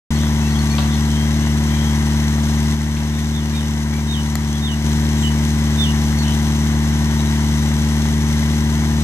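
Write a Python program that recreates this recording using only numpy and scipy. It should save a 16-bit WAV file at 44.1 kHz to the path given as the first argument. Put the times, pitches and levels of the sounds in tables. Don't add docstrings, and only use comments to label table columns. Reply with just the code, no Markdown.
import sys
import numpy as np
from scipy import signal
from scipy.fft import rfft, irfft
from scipy.io import wavfile
from scipy.ndimage import uniform_filter1d

SR = 44100
rng = np.random.default_rng(int(sys.argv[2]) if len(sys.argv) > 2 else 0)


def put_to_file(sound):
    columns = np.atleast_2d(sound).T
    safe = np.clip(columns, -1, 1)
    whole_steps = np.round(safe * 32767)
    wavfile.write(sys.argv[1], SR, whole_steps.astype(np.int16))


N = 398223


def from_db(db):
    return 10 ** (np.asarray(db) / 20)


def rms_one(x):
    return x / np.sqrt(np.mean(x ** 2) + 1e-20)


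def seconds(samples=N):
    return np.arange(samples) / SR


def add(out, start, sound):
    at = int(start * SR)
    out[at:at + len(sound)] += sound[:N - at]


def per_bin(points, column=1):
    table = np.array(points)
    hz = np.maximum(np.arange(N // 2 + 1) * SR / N, 1)
    return np.interp(np.log(hz), np.log(table[:, 0]), table[:, column])


def drift(rate_hz):
    step, settle = 40, 2000
    pole = np.exp(-2 * np.pi * rate_hz * step / SR)
    noise = rng.standard_normal(N // step + settle + 2)
    slow = signal.lfilter([1], [1, -2 * pole, pole ** 2], noise)[settle:]
    return np.interp(np.arange(N) / step, np.arange(len(slow)), rms_one(slow))


# frequency in Hz, left minus right in dB, likeness from 0 to 1.
MIC_BALANCE = [(75, 1.5, 0.97), (300, 1.8, 0.79), (900, 4.5, 0.9), (1650, 4, 0.85), (2030, 6.5, 0.7),
               (2490, 0.5, 0.53), (4020, 6.5, 0.62), (5100, 3.5, 0.33), (6360, 6, 1), (9200, 0.7, 0.7),
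               (9550, 7.5, 0.44), (11200, 9, 0.22), (14000, 8, 0.3)]
# frequency in Hz, lead of the left microphone in radians.
MIC_LEAD = [(20, -2), (75, 0.19), (300, 0.32), (900, 0.74), (1650, 1.56), (2100, 1.34), (2600, 3),
            (4500, 2.5), (4900, 4.5), (5600, 4.5), (6300, 5), (8900, 5.5), (9500, 9.5), (14000, 8)]


def microphones(direct, diffuse=0):
    alike, tilt_db = np.clip(per_bin(MIC_BALANCE, column=2), 0, 1), per_bin(MIC_BALANCE)
    mid = np.sqrt((1 + alike) / 2) * direct
    side = np.sqrt((1 - alike) / 2) * diffuse
    leftward = from_db(tilt_db / 2) * np.exp(0.5j * per_bin(MIC_LEAD))
    pair_gain = np.sqrt((from_db(tilt_db) + from_db(-tilt_db)) / 2)
    return irfft(np.array([(mid + side) * leftward, (mid - side) / leftward]) / pair_gain, N)


def coloured(force, spectrum):
    direct, diffuse = rfft(force) * from_db(per_bin(spectrum))
    return rms_one(microphones(direct, diffuse))


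def scatter(x, t60, wet_db):
    t = seconds(int(SR * 0.6))
    tail = rng.standard_normal((2, len(t))) * from_db(-60 * t / t60) * (t > 0.008)
    tail /= np.sqrt(np.sum(tail ** 2, axis=1, keepdims=True))
    return from_db(wet_db) * signal.fftconvolve(x[None], tail, axes=1)[:, :N]


# frequency in Hz, relative level in dB.
RUMBLE_COLOUR = [(10, -12), (30, -5.5), (55, 0.5), (100, -1), (200, 0.5), (330, -5.5), (450, -14),
                 (800, -31), (2000, -60)]


def rumble():
    return from_db(-35) * coloured(rng.standard_normal((2, N)), RUMBLE_COLOUR)


def whistle(hz, level_db, rasp):
    tremble = rms_one(uniform_filter1d(rng.standard_normal(len(hz)), size=90))
    return from_db(level_db) * np.sin(2 * np.pi * np.cumsum(hz * (1 + rasp * tremble)) / SR)


def bird_note(first_hz, level_db, length_s, glide_hz_per_s, rasp):
    t = seconds(int(length_s * SR))
    swell = np.sqrt(np.abs(np.sin(np.pi * t / length_s)))
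    return swell * whistle(first_hz + glide_hz_per_s * t, level_db, rasp)


# start in seconds, first pitch in Hz, relative level in dB.
FALLING_PIPS = [(.15, 4470, -34), (.505, 4500, -35), (.586, 4450, -29.5), (.704, 4480, -28),
                (.803, 4300, -35), (.933, 4300, -34), (1.05, 4230, -35), (7.188, 3910, -31),
                (7.269, 4020, -31)]
# start in seconds, first pitch in Hz, relative level in dB.
RISING_SLURS = [(.405, 2580, -36.5), (.69, 2320, -37), (1.69, 2270, -40), (3.51, 2340, -38),
                (3.91, 2215, -34)]
# start and length in seconds, first pitch in Hz,
# relative level in dB, rasp as a share of the pitch.
FAR_CHURRS = [(.15, 0.14, 3350, -35, 0.06), (.545, 0.027, 3340, -32, 0.036), (0.891, 0.073, 3510, -33, .05),
              (1.06, .2, 3120, -37, .025), (1.378, 0.16, 2900, -40, .045), (1.663, 0.28, 3125, -36.5, .028),
              (3.1, 0.18, 3580, -38, .04), (4.52, .06, 3310, -34, .025), (6.227, .11, 2970, -32.5, 0.055)]


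def far_birds():
    out = np.zeros(N)
    for start, hz, level_db in FALLING_PIPS:
        add(out, start, bird_note(hz, level_db, length_s=0.015, glide_hz_per_s=-14000, rasp=0.019))
    for start, hz, level_db in RISING_SLURS:
        add(out, start, bird_note(hz, level_db, length_s=0.085, glide_hz_per_s=1600, rasp=0.0076))
    for start, length_s, hz, level_db, rasp in FAR_CHURRS:
        add(out, start, bird_note(hz, level_db, length_s, glide_hz_per_s=500, rasp=rasp))
    thin_call = bird_note(first_hz=7650, level_db=-35, length_s=0.07, glide_hz_per_s=-1400, rasp=0.005)
    add(out, 5.18, thin_call)
    return out * from_db([[0], [-8]]) + scatter(out, t60=0.14, wet_db=-1)


# start in seconds, top pitch in Hz,
# relative levels of the high note and the low note in dB.
FALLING_WHISTLES = [(3.32, 3650, -34.5, -45), (3.52, 3770, -34, -43), (4.068, 3780, -28.5, -33),
                    (4.606, 3710, -29, -33), (5.148, 3780, -47, -30), (5.77, 3650, -23.5, -33),
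                    (6.16, 4450, -36, -46)]


def calling_bird(right_db, left_lag_s):
    attack_s, hold_s, release_s = 0.043, 0.087, 0.026
    break_s, break_width_s = 0.078, 0.0112
    sag_per_s, drop = 0.35, 0.17
    length_s = attack_s + hold_s + release_s
    out, t = np.zeros(N), seconds(int(length_s * SR))
    swell = np.clip(np.minimum(t / attack_s, (length_s - t) / release_s), 0, 1)
    turn = np.tanh((t - break_s) / break_width_s)
    high, low, breaking = (1 - turn) / 2, (1 + turn) / 2, 1 - turn ** 2
    pitch = 1 - sag_per_s * t - drop * low
    rasp = 0.008 * high + 0.025 * low + 0.018 * breaking
    for start, top_hz, high_db, low_db in FALLING_WHISTLES:
        add(out, start, swell * whistle(top_hz * pitch, high_db * high + low_db * low, rasp))
    left = np.interp(seconds() - left_lag_s, seconds(), out)
    return np.array([left, out * from_db(right_db)]) + scatter(out, t60=0.3, wet_db=-5)


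# start in seconds,
# relative level in dB, time to fall 60 dB in seconds, lower and upper band edges in Hz.
NEAR_RUSTLES = [(.78, -17, 0.057, 2500, 4400), (.781, -17.5, 0.08, 580, 1500),
                (2.966, -18.5, 0.038, 2200, 3700)]


def rustles(rise_s):
    out, t = np.zeros(N), seconds(SR // 10)
    for start, level_db, t60, low_hz, high_hz in NEAR_RUSTLES:
        band = signal.butter(2, [low_hz, high_hz], "band", fs=SR, output="sos")
        noise = rms_one(signal.sosfilt(band, rng.standard_normal(len(t))))
        envelope = np.minimum(t / rise_s, 1) * from_db(level_db - 60 * t / t60)
        add(out, start, noise * envelope)
    return out * from_db([[0], [-9]]) + scatter(out, t60=0.53, wet_db=-4)


# frequency in Hz, relative level in dB,
# time to fall 60 dB in seconds.
SNAP_MODES = [(800, -23, 0.02), (1300, -18, .012), (1940, -12.5, 0.012), (4450, -16, .008),
              (7200, -8, .005), (10800, -20, .004), (13300, -22, .004)]


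def dry_snap(start_s, crack_t60):
    out, t = np.zeros(N), seconds(SR // 20)
    add(out, start_s, from_db(-16 - 60 * t / crack_t60) * rng.standard_normal(len(t)))
    for hz, level_db, t60 in SNAP_MODES:
        add(out, start_s, from_db(level_db - 60 * t / t60) * np.sin(2 * np.pi * hz * t))
    return out * from_db([[3], [-7]])


# multiple of the four-firing cycle rate, relative level in dB,
# speed at which the panel resonates in firings per second.
LOOSE_PANELS = [(40, -39.5, 74.05), (46, -46, 73.9), (52, -40, 74.4), (62, -38.5, 73.85), (68, -48, 73.9)]


def panel_buzz(firings, speed):
    width = 0.3
    tones = np.zeros(N)
    for multiple, level_db, resonant_speed in LOOSE_PANELS:
        resonance = 1 / (1 + ((speed - resonant_speed) / width) ** 2)
        tones += from_db(level_db) * resonance * np.sin(2 * np.pi * multiple * firings / 4)
    return from_db(-1.5) * microphones(rfft(tones))


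def chatter(cycles, repeating):
    cycle_samples = int(N / (cycles[-1] - cycles[0]))
    place = (cycles % 1 * cycle_samples).astype(int)
    repeated = rng.standard_normal((2, cycle_samples))[:, place]
    return np.sqrt(repeating) * repeated + np.sqrt(1 - repeating) * rng.standard_normal((2, N))


# place as a share of the cycle, relative levels of
# the block knock and the valve tick in dB.
CYCLE_BLOWS = [(0.089, -12, -2.5), (.155, -2.5, -13), (0.349, -13, -3.5), (.44, -13, -4.5),
               (.49, -0.5, -9.5), (0.601, -5, -1.5), (.66, -5, -6.5), (0.838, -7, -2)]


def blows(cycles, column, t60, friction, uneven_db=3.5):
    hits = np.zeros(N)
    for blow in CYCLE_BLOWS:
        at = np.flatnonzero(np.diff(np.floor(cycles - blow[0])))
        chance = np.minimum(rng.standard_normal(len(at)), 1.6)
        hits[at] += from_db(blow[column] + uneven_db * chance) ** 2
    power_decay = from_db(-120 / (t60 * SR))
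    power = signal.lfilter([1], [1, -power_decay], hits + 1e-18)
    return np.sqrt(power / power.mean() + friction)


# frequency in Hz, relative level in dB.
VALVE_COLOUR = [(1800, -19.5), (2500, -4), (3100, 0.3), (3800, -1.5), (4150, -1.5), (4600, -6), (5300, -3),
                (6200, 2), (6950, -6.5), (8400, -7), (9350, -17.5), (10500, -8.5), (11700, -11.5),
                (14000, -17.5)]


def valve_ticks(cycles, load):
    force = blows(cycles, column=2, t60=0.031, friction=2.65) * chatter(cycles, repeating=0.12)
    level_db = -31.5 + 0.6 * load + 0.46 * drift(rate_hz=7.3)
    return from_db(level_db) * coloured(force, VALVE_COLOUR)


# frequency in Hz, relative level in dB.
BLOCK_COLOUR = [(250, -18), (520, -6), (720, -2.5), (970, 1), (1250, -5.5), (1600, -3.0), (2000, 0),
                (2250, -7), (3000, -26.5)]


def block_knock(cycles, load):
    force = blows(cycles, column=1, t60=0.03, friction=4.6) * chatter(cycles, repeating=0.26)
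    level_db = -32 + 0.62 * load + 0.36 * drift(rate_hz=3.9)
    return from_db(level_db) * coloured(force, BLOCK_COLOUR)


# multiple of the firing rate, relative level in dB.
EXHAUST_ORDERS = [(1, -16.5), (2, -18.5), (3, -18), (4, -30.5), (5, -38.5), (6, -46.5), (9, -49),
                  (11, -48.5), (13, -48.5)]
# multiple of the four-firing cycle rate, relative level in dB.
THROB_ORDERS = [(5, -38), (6, -40.5), (7, -37.5), (9, -36.5), (11, -44), (13, -42.5), (14, -40.5),
                (15, -44.5), (18, -37.5), (19, -49), (21, -43), (26, -54), (30, -47)]


def exhaust_drone(firings, muffler_hz, muffler_width_hz, throb_waver_db):
    def order(multiple, level_db, offset=0):
        hz = multiple * firings[-1] * SR / N
        lag = 2 * np.arctan2(hz * muffler_width_hz, muffler_hz ** 2 - hz ** 2)
        return -from_db(level_db) * np.cos(2 * np.pi * (multiple * firings + offset) - lag)

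    out = sum(order(multiple, level_db) for multiple, level_db in EXHAUST_ORDERS)
    for multiple, level_db in THROB_ORDERS:
        offset = multiple % 2 * rng.random()
        out += order(multiple / 4, level_db + throb_waver_db * drift(rate_hz=2), offset)
    return microphones(rfft(out))


# time in seconds, speed in firings per second.
ENGINE_SPEED = [(0.0, 75.16), (0.71, 73.767), (1.29, 75.032), (2.02, 74.351), (3.32, 75.144),
                (4.65, 74.204), (5.01, 75.134), (5.65, 74.704), (6.6, 74.509), (6.83, 75.146),
                (7.39, 74.451), (7.5, 74.818), (7.81, 74.819), (9.03, 75.429)]


def engine():
    speed = np.interp(seconds(), *np.transpose(ENGINE_SPEED))
    firings = np.cumsum(speed) / SR + 0.41
    cycles = firings / 4
    load = speed.mean() - speed
    drone = exhaust_drone(firings, muffler_hz=191.4, muffler_width_hz=29.8, throb_waver_db=1.5)
    return panel_buzz(firings, speed) + valve_ticks(cycles, load) + block_knock(cycles, load) + drone


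def scene():
    birds = far_birds() + calling_bird(right_db=8.5, left_lag_s=0.0001)
    close_by = rustles(rise_s=0.0034) + dry_snap(start_s=4.3548, crack_t60=0.012)
    return rumble() + birds + close_by + engine()


def record(dry):
    start_s, cutoff_hz = 0.106, 14200
    dip_from_s, dip_to_s, dip_db = 2.75, 4.845, -3
    t = seconds()
    in_dip = (t > dip_from_s) & (t < dip_to_s)
    gain = uniform_filter1d((t > start_s) * from_db(dip_db * in_dip), size=64)
    top_cut = signal.ellip(12, 0.1, 90, cutoff_hz, fs=SR, output="sos")
    return signal.sosfilt(top_cut, dry * gain)


dry = scene()
out = record(dry)
put_to_file(out)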